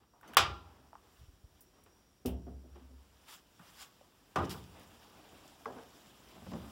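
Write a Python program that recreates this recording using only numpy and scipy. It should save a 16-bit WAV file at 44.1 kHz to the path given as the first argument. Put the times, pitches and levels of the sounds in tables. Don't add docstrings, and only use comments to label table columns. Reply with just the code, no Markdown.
import sys
import numpy as np
from scipy import signal
from scipy.io import wavfile

SR = 44100
rng = np.random.default_rng(int(sys.argv[2]) if len(sys.argv) > 2 else 0)


def natural_amplitude(level_db):
    exponent = np.asarray(level_db, float) / 20
    return 10 ** exponent


def transcribe(u):
    v = np.clip(np.atleast_2d(u).T, -1, 1)
    q = np.round(v * 32767).astype(np.int16)
    wavfile.write(sys.argv[1], SR, q)


N = 295911

BAND_EDGES = 31 * 2 ** np.arange(0, 9.4, 1 / 3)
BAND_HZ = np.minimum(np.sqrt(BAND_EDGES[1:] * BAND_EDGES[:-1]), 15000)
ROOM_T60 = [(50, 0.57), (150, 0.92), (500, 0.37), (1200, 0.31), (3000, 0.26), (8000, 0.15), (16000, 0.1)]

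# pitch_hz, density_db (per Hz)
HISS_COLOUR = [(30, -19), (45, 4.5), (64, 0), (129, -4.5), (295, -3.5), (1220, -18.5), (2070, -18.5),
               (3240, -23.5), (4370, -21), (5200, -20.5), (6350, -26.5), (7400, -24.5), (12000, -28.5),
               (15600, -27)]
HISS_DB = -68
# peak_s, level_db, rise_s, fall_s
WHINE = [
    (.5, -87, 3., 7.1),
    (2.2, -82, 3, 2.105),
    (5., -85.5, 6., 6.),
]
WHINE_HZ, WHINE_WIDTH_HZ = 5660, 60
SWELL_DB = 20

# pitch_hz, density_db (per Hz)
THUDS = [(.01, -64, 0.14, .3), (.3, -68.5, .15, .06), (.415, -40, .06, 0.21), (.85, -62.5, .3, .5),
         (1.56, -61, 0.13, .16), (1.87, -62.5, 0.27, 0.13), (2.04, -83, .06, 0.12), (3.15, -67, 0.18, 0.33),
         (3.606, -65, 0.057, 0.12), (3.736, -70, 0.11, 0.48), (3.984, -71.5, .07, .4),
         (4.276, -76.5, .05, .12), (4.385, -42, 0.019, 0.19), (4.46, -46, .1, 0.69), (5.2, -69, 0.45, .05),
         (5.34, -60, .11, 0.23), (5.71, -60, 0.13, 0.29), (6.146, -63, 0.4, 0.069), (6.226, -65, .05, .6),
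         (6.44, -50, 0.05, .5), (6.6, -47, 0.22, .8)]
THUD_COLOUR = [(30, -25.5), (50, -12), (70, 6), (110, -0.5), (160, -11), (260, -45)]

# peak_s, level_db, length_s, direction (sign and size)
GUSTS = [
    (1.191, -55, 0.013, 0.84),
    (1.215, -50.5, 0.0096, -0.89),
    (1.236, -53, 0.0085, 0.93),
    (1.285, -49.5, 0.013, 0.85),
    (1.337, -57.5, 0.011, -0.82),
    (1.443, -49.5, 0.011, 1),
]

# peak_s, level_db, rise_s, fall_s
SCUFFS = [
    (1.194, -69.5, 0.25, .2),
    (3.29, -56.5, 0.038, 0.11),
    (3.34, -54, 0.088, 0.057),
    (3.706, -63.5, 0.29, 0.06),
    (3.828, -52.5, 0.12, 0.059),
    (4.51, -47.5, 0.015, 0.094),
]
HEAVES = [(.01, -74, 0.14, 0.098), (.25, -66.5, 0.054, 0.72), (.8, -82.5, 0.31, 0.56),
          (1.07, -82, 0.27, 0.12), (1.74, -81.5, 0.023, 0.48), (2.77, -74.5, 0.094, 0.24),
          (4.43, -54, 0.044, 0.13), (4.76, -70.5, 0.058, 0.36), (5.78, -64.5, 0.13, 0.13),
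          (5.3, -72.5, 0.75, 0.55), (6.37, -71, 0.085, 0.19), (6.6, -68, 0.11, 0.32)]
# time_s, level_db
HANDLING = [(0, -92), (.9, -81), (1.4, -84.5), (1.6, -78.5), (1.72, -86), (2.03, -83), (2.25, -105.5),
            (2.6, -87), (2.98, -76), (3.22, -73), (3.48, -77), (3.95, -71.5), (4.1, -76), (4.68, -68),
            (5.38, -65.5), (5.55, -68), (6.0, -67), (6.71, -65)]
# pitch_hz, density_db (per Hz)
RUB_COLOUR = [(88, -35), (150, -5), (290, -2), (541, -6), (632, -3.5), (1200, -7.5), (1320, -9), (1950, -9),
              (3050, -9), (6260, -16), (7170, -17), (8060, -19), (15600, -22)]
# weave_db, fold_db, weight_db
SOLE, BUNDLE, SLEEVE = (-2.4, -1.6, -23), (-13.5, 11, 12), (-3.5, 1, 1.85)

# start_s, peak_db, centre_hz, t60_s
CRACKLES = [(.212, -52, 12100, 0.025), (.347, -46.5, 5020, 0.015), (1.608, -47, 13000, 0.13),
            (1.838, -54, 11000, .043), (2.2596, -34.5, 11700, 0.15), (3.768, -58, 11900, .1),
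            (4.448, -50, 6550, 0.078), (4.64, -52.5, 3990, 0.061), (4.796, -53, 8930, 0.038),
            (4.833, -57, 9000, .028), (4.875, -62, 7840, 0.045), (5.478, -50.5, 5400, 0.036),
            (5.905, -57.5, 4470, 0.044), (5.939, -59, 4000, .03)]
TAPS = [
    (1.862, -58, 420, .1),
    (2.259, -38.5, 5050, .088),
    (2.26, -43, 2730, .26),
    (3.599, -53, 170, .22),
    (4.012, -52, 560, .04),
    (4.359, -39, 4900, .1),
    (4.454, -47, 5200, .036),
    (5.657, -35, 1200, .04),
    (6.517, -44, 700, .1),
]
BUMPS = [
    (0.335, -43, 1508, 0.21),
    (1.862, -54.5, 1200, 0.16),
    (2.758, -58, 1200, 0.35),
    (3.595, -50.5, 915, 0.52),
]
CREAKS = [
    (.135, -54, 736.3, 0.61),
    (.231, -43.5, 1100, .2),
    (.372, -44, 900, 0.62),
    (.373, -28.5, 2972, 0.48),
    (6.465, -43, 639.5, 0.089),
]
CATCH = [
    (.3696, -19, 2500, .015),
    (.3701, -15, 10000, .012),
]
POPS = [
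    (.931, -46, 850, .06),
    (.954, -45, 1000, .06),
]
SLIPS = [
    (.276, -53.5, 9000, 0.14),
    (.334, -50, 10950, .15),
    (4.494, -38, 4100, 0.17),
    (4.495, -40.5, 12000, 0.18),
    (4.506, -56, 4500, 0.068),
    (4.36, -49, 12000, .12),
]
# width_octaves, snap_db
CRACKLE_KIND, TAP_KIND, BUMP_KIND, CREAK_KIND = (1, 2.8), (0.46, 1.88), (1.3, 0.94), (0.93, -9.5)
CATCH_KIND, SLIP_KIND = (1.1, 7), (1.1, -7.5)

# start_s, peak_db, pitch_hz, t60_s
RINGS = [(.416, -37, 1196, .3), (.42, -50, 813, .69), (.385, -39, 86, 1.1), (.46, -46, 64, 1.0),
         (1.627, -59.5, 367.7, .38), (1.74, -70.5, 1101, .35), (2.252, -41, 88, .2), (2.28, -40, 253, .3),
         (2.463, -47, 375, .14), (2.48, -48, 183, .5), (2.495, -49, 253, .3), (2.81, -52, 255, .25),
         (2.9, -53.5, 257.4, .24), (3.785, -59, 1124, .46), (3.8, -67, 3400, .23), (4.375, -37, 88, .7),
         (4.39, -40, 290, .2), (4.543, -45, 1370, .06), (4.74, -56, 800, .3)]
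PINGS = [(.212, -54, 1500, .03), (.277, -58, 6200, .1), (.277, -66, 12300, .15), (.278, -60, 2050, .15),
         (.278, -62, 2950, .12), (.279, -64, 4500, .15), (.348, -54, 3300, .06), (.3693, -9, 1180, .016),
         (.3695, -21, 780, .06), (.372, -22, 2400, .05), (.931, -51, 850, .06), (.954, -50, 1050, .05),
         (4.3595, -27, 1150, .06), (4.375, -29, 1180, .045), (4.359, -34, 750, .08), (4.36, -41, 2600, .08),
         (5.657, -36, 1150, .04), (5.6575, -43, 2000, .03)]
RING_SWELL_S, PING_SWELL_S = 0.0099, 0.00022
RING_SPLIT = 0.054

# peak_s, level_db, rise_s, fall_s
BOOM = [
    (2.275, -42, 0.016, 0.12),
    (2.335, -36, 0.052, 0.064),
    (2.43, -50, 0.089, .15),
    (2.56, -47, 0.22, .17),
    (2.73, -51, 0.047, 0.12),
    (2.85, -54, .07, .1),
    (2.96, -53, .2, 0.1),
    (3.02, -57.5, .1, 0.032),
    (3.1, -65, 0.049, .06),
    (3.17, -65.5, 0.09, 0.12),
]
BOOM_HZ = 67.2

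# pitch_hz, density_db (per Hz)
DRUM = [
    (6.359, -49),
    (6.419, -44),
    (6.464, -37),
    (6.516, -30.5),
    (6.534, -28.5),
    (6.555, -34.5),
    (6.6, -48),
    (6.639, -40.5),
]
DRUM_MODES = [(130, -18, 0.23), (186.6, -2, 0.49), (296, -2, 0.12), (582, -6.5, 0.088), (850, -21, 0.12)]
DRUM_COLOUR = [(35, -37), (60, -18), (202, 0), (360, -12), (667, -10), (749, -17), (1240, -22.5),
               (2080, -31), (3570, -36), (6000, -40), (7800, -65), (13200, -120)]
RIM = [
    (5.657, -27),
    (5.765, -38),
    (5.776, -39),
    (5.827, -49),
]
RIM_MODES = [(253, -10.5, 0.63), (374, 1, 0.16), (460, 0.5, 0.19), (776, -16, 0.068), (985, -18, 0.19),
             (1400, -40, 0.25), (1640, -15, 0.23)]
RIM_COLOUR = [(59, -54), (100, -13), (467, 2.5), (795, 3), (1010, -7), (1220, -8), (1690, -32), (2070, -41),
              (2460, -31), (6000, -28), (7800, -66), (13200, -120)]
BASKET = [
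    (4.358, -21),
    (4.385, -32),
    (4.541, -42.5),
]
BASKET_MODES = [(84.7, -22, 0.73), (186.2, -7, 0.79), (288, -10, 0.18), (361, -11, 0.52),
                (430, -13.5, 0.72), (614, -13, 0.2), (699, -16.5, 0.36), (795, -7.5, 0.26), (860, -6, 0.25),
                (940, -14, .25), (1136, -10, 0.16), (1230, -11, 0.39), (1390, -27, 0.26), (1922, -24, 0.24)]
BASKET_COLOUR = [(29, -45), (50, -9), (167, 2), (218, -3), (291, 2.5), (520, -2), (997, -7), (1150, 0),
                 (1470, -9), (1660, -12), (2110, -17), (2620, -20), (16000, -45)]
STOP = [
    (2.251, -25),
    (2.466, -37.5),
]
STOP_MODES = [(182, -12.5, 0.52), (251, 0, 0.3), (379, 2.5, 0.14), (430, -9.5, 0.32), (610, -26, 0.21),
              (683, -16, 0.36), (890, -32, 0.48)]
STOP_COLOUR = [(47, -28), (80, -5), (125, -12.5), (259, -7.5), (518, -11.5), (606, -11), (1050, -34),
               (1150, -28), (5000, -57), (6500, -81), (11000, -120)]
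# pitch_hz, level_db, t60_s
REBOUNDS = [
    (2.638, -51),
    (2.756, -50),
    (2.9, -57.5),
]
REBOUND_MODES = [(252, -2, .2), (346, -0.5, .12), (400, 1, .1), (598, -14, .1)]
LATCH = [
    (.3692, -7),
]
LATCH_MODES = [(85.1, -11.5, .5), (815, 0, .17), (1200, -2.5, 0.33), (1360, -10, 0.5), (1707, -9.5, 0.099),
               (2000, -10, .18), (2320, -11.5, .2), (2475, -5, 0.27), (2924, -9.5, 0.16),
               (3289, -6.5, 0.13), (3420, -5, 0.11), (3680, -9.5, .23), (4150, -10, .2),
               (4850, -12.5, 0.28)]
LATCH_COLOUR = [(29, -45.5), (50, -22.5), (98, -13), (234, -25), (398, -9), (560, -10.5), (746, -8),
                (1050, -8), (1210, -5), (1620, -10), (2400, -7.5), (3410, -11), (4450, -12.5),
                (6300, -16.5), (16000, -36)]
# pitch_hz, level_db, t60_s
HUM_MODES = [(810, -10.5, .9), (866, -14.5, .7), (977, -10, .6), (1007, -11.5, 0.74), (1110, -5.5, 0.55),
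             (1174, -9, 0.41), (1211, -4.5, .5), (1290, -10, .6), (1380, -8, 0.54), (1390, -6, 0.27)]
PARTIAL_SPREAD = .02

STEADY_TOP_HZ, MIC_CUT_HZ = 15850, 40
HOUSING_LAG, HOUSING_ECHO = 21, .28
SETTLE_S, SETTLE_DB = 0.32, -5
TREBLE_GAP_S, TREBLE_GAP_HZ = (.351, .365), 3900


def rms_one(x):
    return x / np.sqrt(np.mean(x ** 2) + 1e-20)


def at_hz(points, hz):
    pitch_hz, value = np.array(points).T
    return np.interp(np.log(hz), np.log(pitch_hz), value)


def drift(rate):
    r = np.exp(-80 * np.pi * rate / SR)
    slow = signal.lfilter([1], [1, -2 * r, r * r], rng.standard_normal(N // 40 + 2002))[2000:]
    return np.interp(np.arange(N) / 40, np.arange(len(slow)), rms_one(slow))


def swells(rows):
    t = np.arange(0, N + 64, 64) / SR
    power = 0
    for s, db, rise, fall in rows:
        distance = np.maximum((s - t) / rise, (t - s) / fall)
        power = power + natural_amplitude(db - SWELL_DB * distance) ** 2
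    return np.interp(np.arange(N) / SR, t, np.sqrt(power))


def split(source):
    bands = []
    for k, (low, high) in enumerate(zip(BAND_EDGES, BAND_EDGES[1:])):
        band_pass = signal.butter(2, [low, high], "band", fs=SR, output="sos")
        bands.append(signal.sosfilt(band_pass, source[k % 2]))
    return np.array(bands)


def add(out, s, sound):
    i = round(s * SR)
    out[i:i + len(sound)] += sound[:N - i]


def burst(bands, colour_db, t60, rise_cycles):
    t = np.arange(int(.9 * SR)) / SR
    start = rng.integers(0, N - len(t))
    gain = natural_amplitude(colour_db) / np.sqrt(np.sum(natural_amplitude(colour_db) ** 2 * BAND_HZ * .46 / SR))
    swell = (1 - np.exp(-t * BAND_HZ[:, None] / rise_cycles)) ** 2
    decay = natural_amplitude(-60 * t / t60[:, None])
    return gain @ (bands[:, start:start + len(t)] * swell * decay)


def background(bands):
    r, w = np.exp(-np.pi * WHINE_WIDTH_HZ / SR), 2 * np.pi * WHINE_HZ / SR
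    whine = signal.lfilter([1, 0, -1], [1, -2 * r * np.cos(w), r * r], rng.standard_normal(N))
    hiss = rms_one(natural_amplitude(at_hz(HISS_COLOUR, BAND_HZ)) @ bands)
    return natural_amplitude(HISS_DB) * hiss + swells(WHINE) * natural_amplitude(1.5 * drift(3)) * rms_one(whine)


def thuds(bands):
    low_noise = natural_amplitude(at_hz(THUD_COLOUR, BAND_HZ)) @ bands[:, ::-1]
    return natural_amplitude(-6.5) * swells(THUDS) * rms_one(low_noise)


def gusts():
    out = np.zeros(N)
    for s, db, length, direction in GUSTS:
        u = np.linspace(-3, 3, round(3 * length * SR))
        push = u * np.exp(-2 * u ** 2)
        add(out, s - 1.41 * length, -direction * natural_amplitude(db + 13.5) * push)
    return out


def rubbing():
    time_s, level_db = np.transpose(sorted(HANDLING))
    handling = natural_amplitude(np.interp(np.arange(N) / SR, time_s, level_db))
    powers = np.array([swells(SCUFFS), swells(HEAVES), handling]) ** 2
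    weave_db, fold_db, weight_db = np.transpose([SOLE, BUNDLE, SLEEVE])
    slips = rng.random(N) < 500 / SR
    grains = rng.standard_normal((2, N)) * (1 + slips * np.minimum(rng.exponential(1.5, N), 4))
    out, together = 0, drift(11)
    for band, hz in zip(split(grains), BAND_HZ):
        weight = at_hz([(300, 1), (1000, 0)], hz)
        fold = at_hz([(300, 0), (1000, 1), (3500, 0)], hz)
        weave = at_hz([(3500, 0), (9500, 1)], hz)
        tilt_db = weight * (weight_db + 2.0) + fold * (fold_db - 0.5) + weave * (weave_db + 4.5)
        flicker_db = 1.1 * together + 1.6 * drift(22)
        level = np.sqrt(natural_amplitude(tilt_db) ** 2 @ powers)
        out = out + band * natural_amplitude(at_hz(RUB_COLOUR, hz) + flicker_db) * level
    return natural_amplitude(17) * out


def ticks(bands):
    noise, snapped, click = np.zeros(N), np.zeros(N), np.zeros((2, 4096))
    click[:, 0] = 1
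    snaps = split(click)
    room_t60 = at_hz(ROOM_T60, BAND_HZ)
    kinds = [(CRACKLES, CRACKLE_KIND), (TAPS, TAP_KIND), (BUMPS, BUMP_KIND), (CREAKS, CREAK_KIND),
             (CATCH, CATCH_KIND), (POPS, TAP_KIND), (SLIPS, SLIP_KIND)]
    for rows, (octaves, snap_db) in kinds:
        for s, db, hz, t60 in rows:
            colour_db = -12 * (np.log2(BAND_HZ / hz) / octaves) ** 2
            snap = natural_amplitude(colour_db) @ snaps
            target = snapped if db > -40 else noise
            add(target, s, natural_amplitude(db + snap_db) * snap / np.abs(snap).max())
            rustle = burst(bands, colour_db, t60 + 0 * BAND_HZ, rise_cycles=0.98)
            add(noise, s, natural_amplitude(db - 10.5) * rustle)
            tail = burst(bands, colour_db, room_t60, rise_cycles=7.0)
            add(noise, s, natural_amplitude(db - 22.0) * tail)
    return noise, snapped


def rings(rows, swell_s):
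    out, t = np.zeros(N), np.arange(SR // 2) / SR
    for (s, db, hz, t60), chance in zip(rows, rng.random((len(rows), 3, 1))):
        cycles = hz * (1 + RING_SPLIT * np.array([[0], [1], [-1]]) * chance) * t
        tone = [.7, .3, .2] @ np.sin(2 * np.pi * cycles)
        add(out, s, natural_amplitude(db - 60 * t / t60) * (1 - np.exp(-t / swell_s)) * tone)
    return out


def boom():
    return np.sqrt(2) * swells(BOOM) * np.sin(2 * np.pi * BOOM_HZ * np.arange(N) / SR)


def blows(bands, events, modes, colour, crack_db, ring_db, room_db, swell_cycles, liveness):
    out, colour_db = np.zeros(N), at_hz(colour, BAND_HZ)
    t = np.arange(SR) / SR
    crack_t60 = 25 / BAND_HZ + .025
    room_t60 = liveness * at_hz(ROOM_T60, BAND_HZ)
    for s, db in events:
        for hz, mode_db, t60 in modes:
            split_by = PARTIAL_SPREAD * min(hz / 700, 1)
            partials = hz * (1 + split_by * rng.uniform(-1, 1, (4, 1)))
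            tone = [.8, .4, .35, .3] @ np.sin(2 * np.pi * (partials * t + rng.random((4, 1))))
            swell = 1 - np.exp(-t * hz / swell_cycles)
            add(out, s, natural_amplitude(db + ring_db + mode_db - 60 * t / t60) * swell * tone)
        add(out, s, natural_amplitude(db + crack_db) * burst(bands, colour_db, crack_t60, rise_cycles=0.77))
        add(out, s, natural_amplitude(db + room_db) * burst(bands, colour_db, room_t60, swell_cycles))
    return out


def struck_bodies(bands):
    hits = blows(bands, DRUM, DRUM_MODES, DRUM_COLOUR, crack_db=-4.5, ring_db=-9.5, room_db=-14.5,
                 swell_cycles=2.1, liveness=0.74)
    hits += blows(bands, RIM, RIM_MODES, RIM_COLOUR, crack_db=-11.5, ring_db=-11.0, room_db=-13.0,
                  swell_cycles=3.2, liveness=0.87)
    hits += blows(bands, BASKET, BASKET_MODES, BASKET_COLOUR, crack_db=-4, ring_db=-9.0, room_db=-6.5,
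                  swell_cycles=2.6, liveness=0.85)
    hits += blows(bands, STOP, STOP_MODES, STOP_COLOUR, crack_db=-17.0, ring_db=-3.5, room_db=-11.0,
                  swell_cycles=1.8, liveness=0.97)
    hits += blows(bands, REBOUNDS, REBOUND_MODES, STOP_COLOUR, crack_db=-8, ring_db=0.5, room_db=-6,
                  swell_cycles=2.5, liveness=0.77)
    hits += blows(bands, LATCH, HUM_MODES, LATCH_COLOUR, crack_db=-60.5, ring_db=-30, room_db=-58.5,
                  swell_cycles=17, liveness=.9)
    hits += blows(bands, LATCH, LATCH_MODES, LATCH_COLOUR, crack_db=-13, ring_db=-19, room_db=-13,
                  swell_cycles=1.8, liveness=0.98)
    return hits


def scene():
    bands = split(rng.standard_normal((2, N)))
    rustle, snaps = ticks(bands)
    steady_top = signal.ellip(12, .5, 60, STEADY_TOP_HZ, fs=SR, output="sos")
    broad = signal.sosfilt(steady_top, background(bands) + rubbing() + rustle + struck_bodies(bands))
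    snap_top = signal.ellip(8, .5, 60, 17000, fs=SR, output="sos")
    snaps = signal.sosfilt(snap_top, snaps)
    ringing = rings(RINGS, RING_SWELL_S) + rings(PINGS, PING_SWELL_S)
    return (broad + snaps + thuds(bands) + gusts() + ringing + boom())[None]


def band_limit(x):
    return signal.sosfilt(signal.butter(12, 17170, fs=SR, output="sos"), x)


def record(dry):
    t = np.arange(N) / SR
    echo = signal.sosfilt(signal.butter(1, 500, "high", fs=SR, output="sos"), dry)
    late_echo = np.pad(echo, [(0, 0), (HOUSING_LAG, 0)])[:, :N]
    settling = natural_amplitude(np.interp(t, [0, SETTLE_S], [SETTLE_DB, 0]))
    heard = settling * (dry - HOUSING_ECHO * late_echo)
    start, end = TREBLE_GAP_S
    gap = np.interp(t, [start - .002, start, end, end + .001], [0, 1, 1, 0])
    dull = signal.sosfiltfilt(signal.butter(6, TREBLE_GAP_HZ, fs=SR, output="sos"), heard)
    heard = heard + gap * (dull - heard)
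    bass_cut = signal.butter(4, MIC_CUT_HZ, "high", fs=SR, output="sos")
    return band_limit(signal.sosfilt(bass_cut, heard))


dry = scene()
out = record(dry)
transcribe(out)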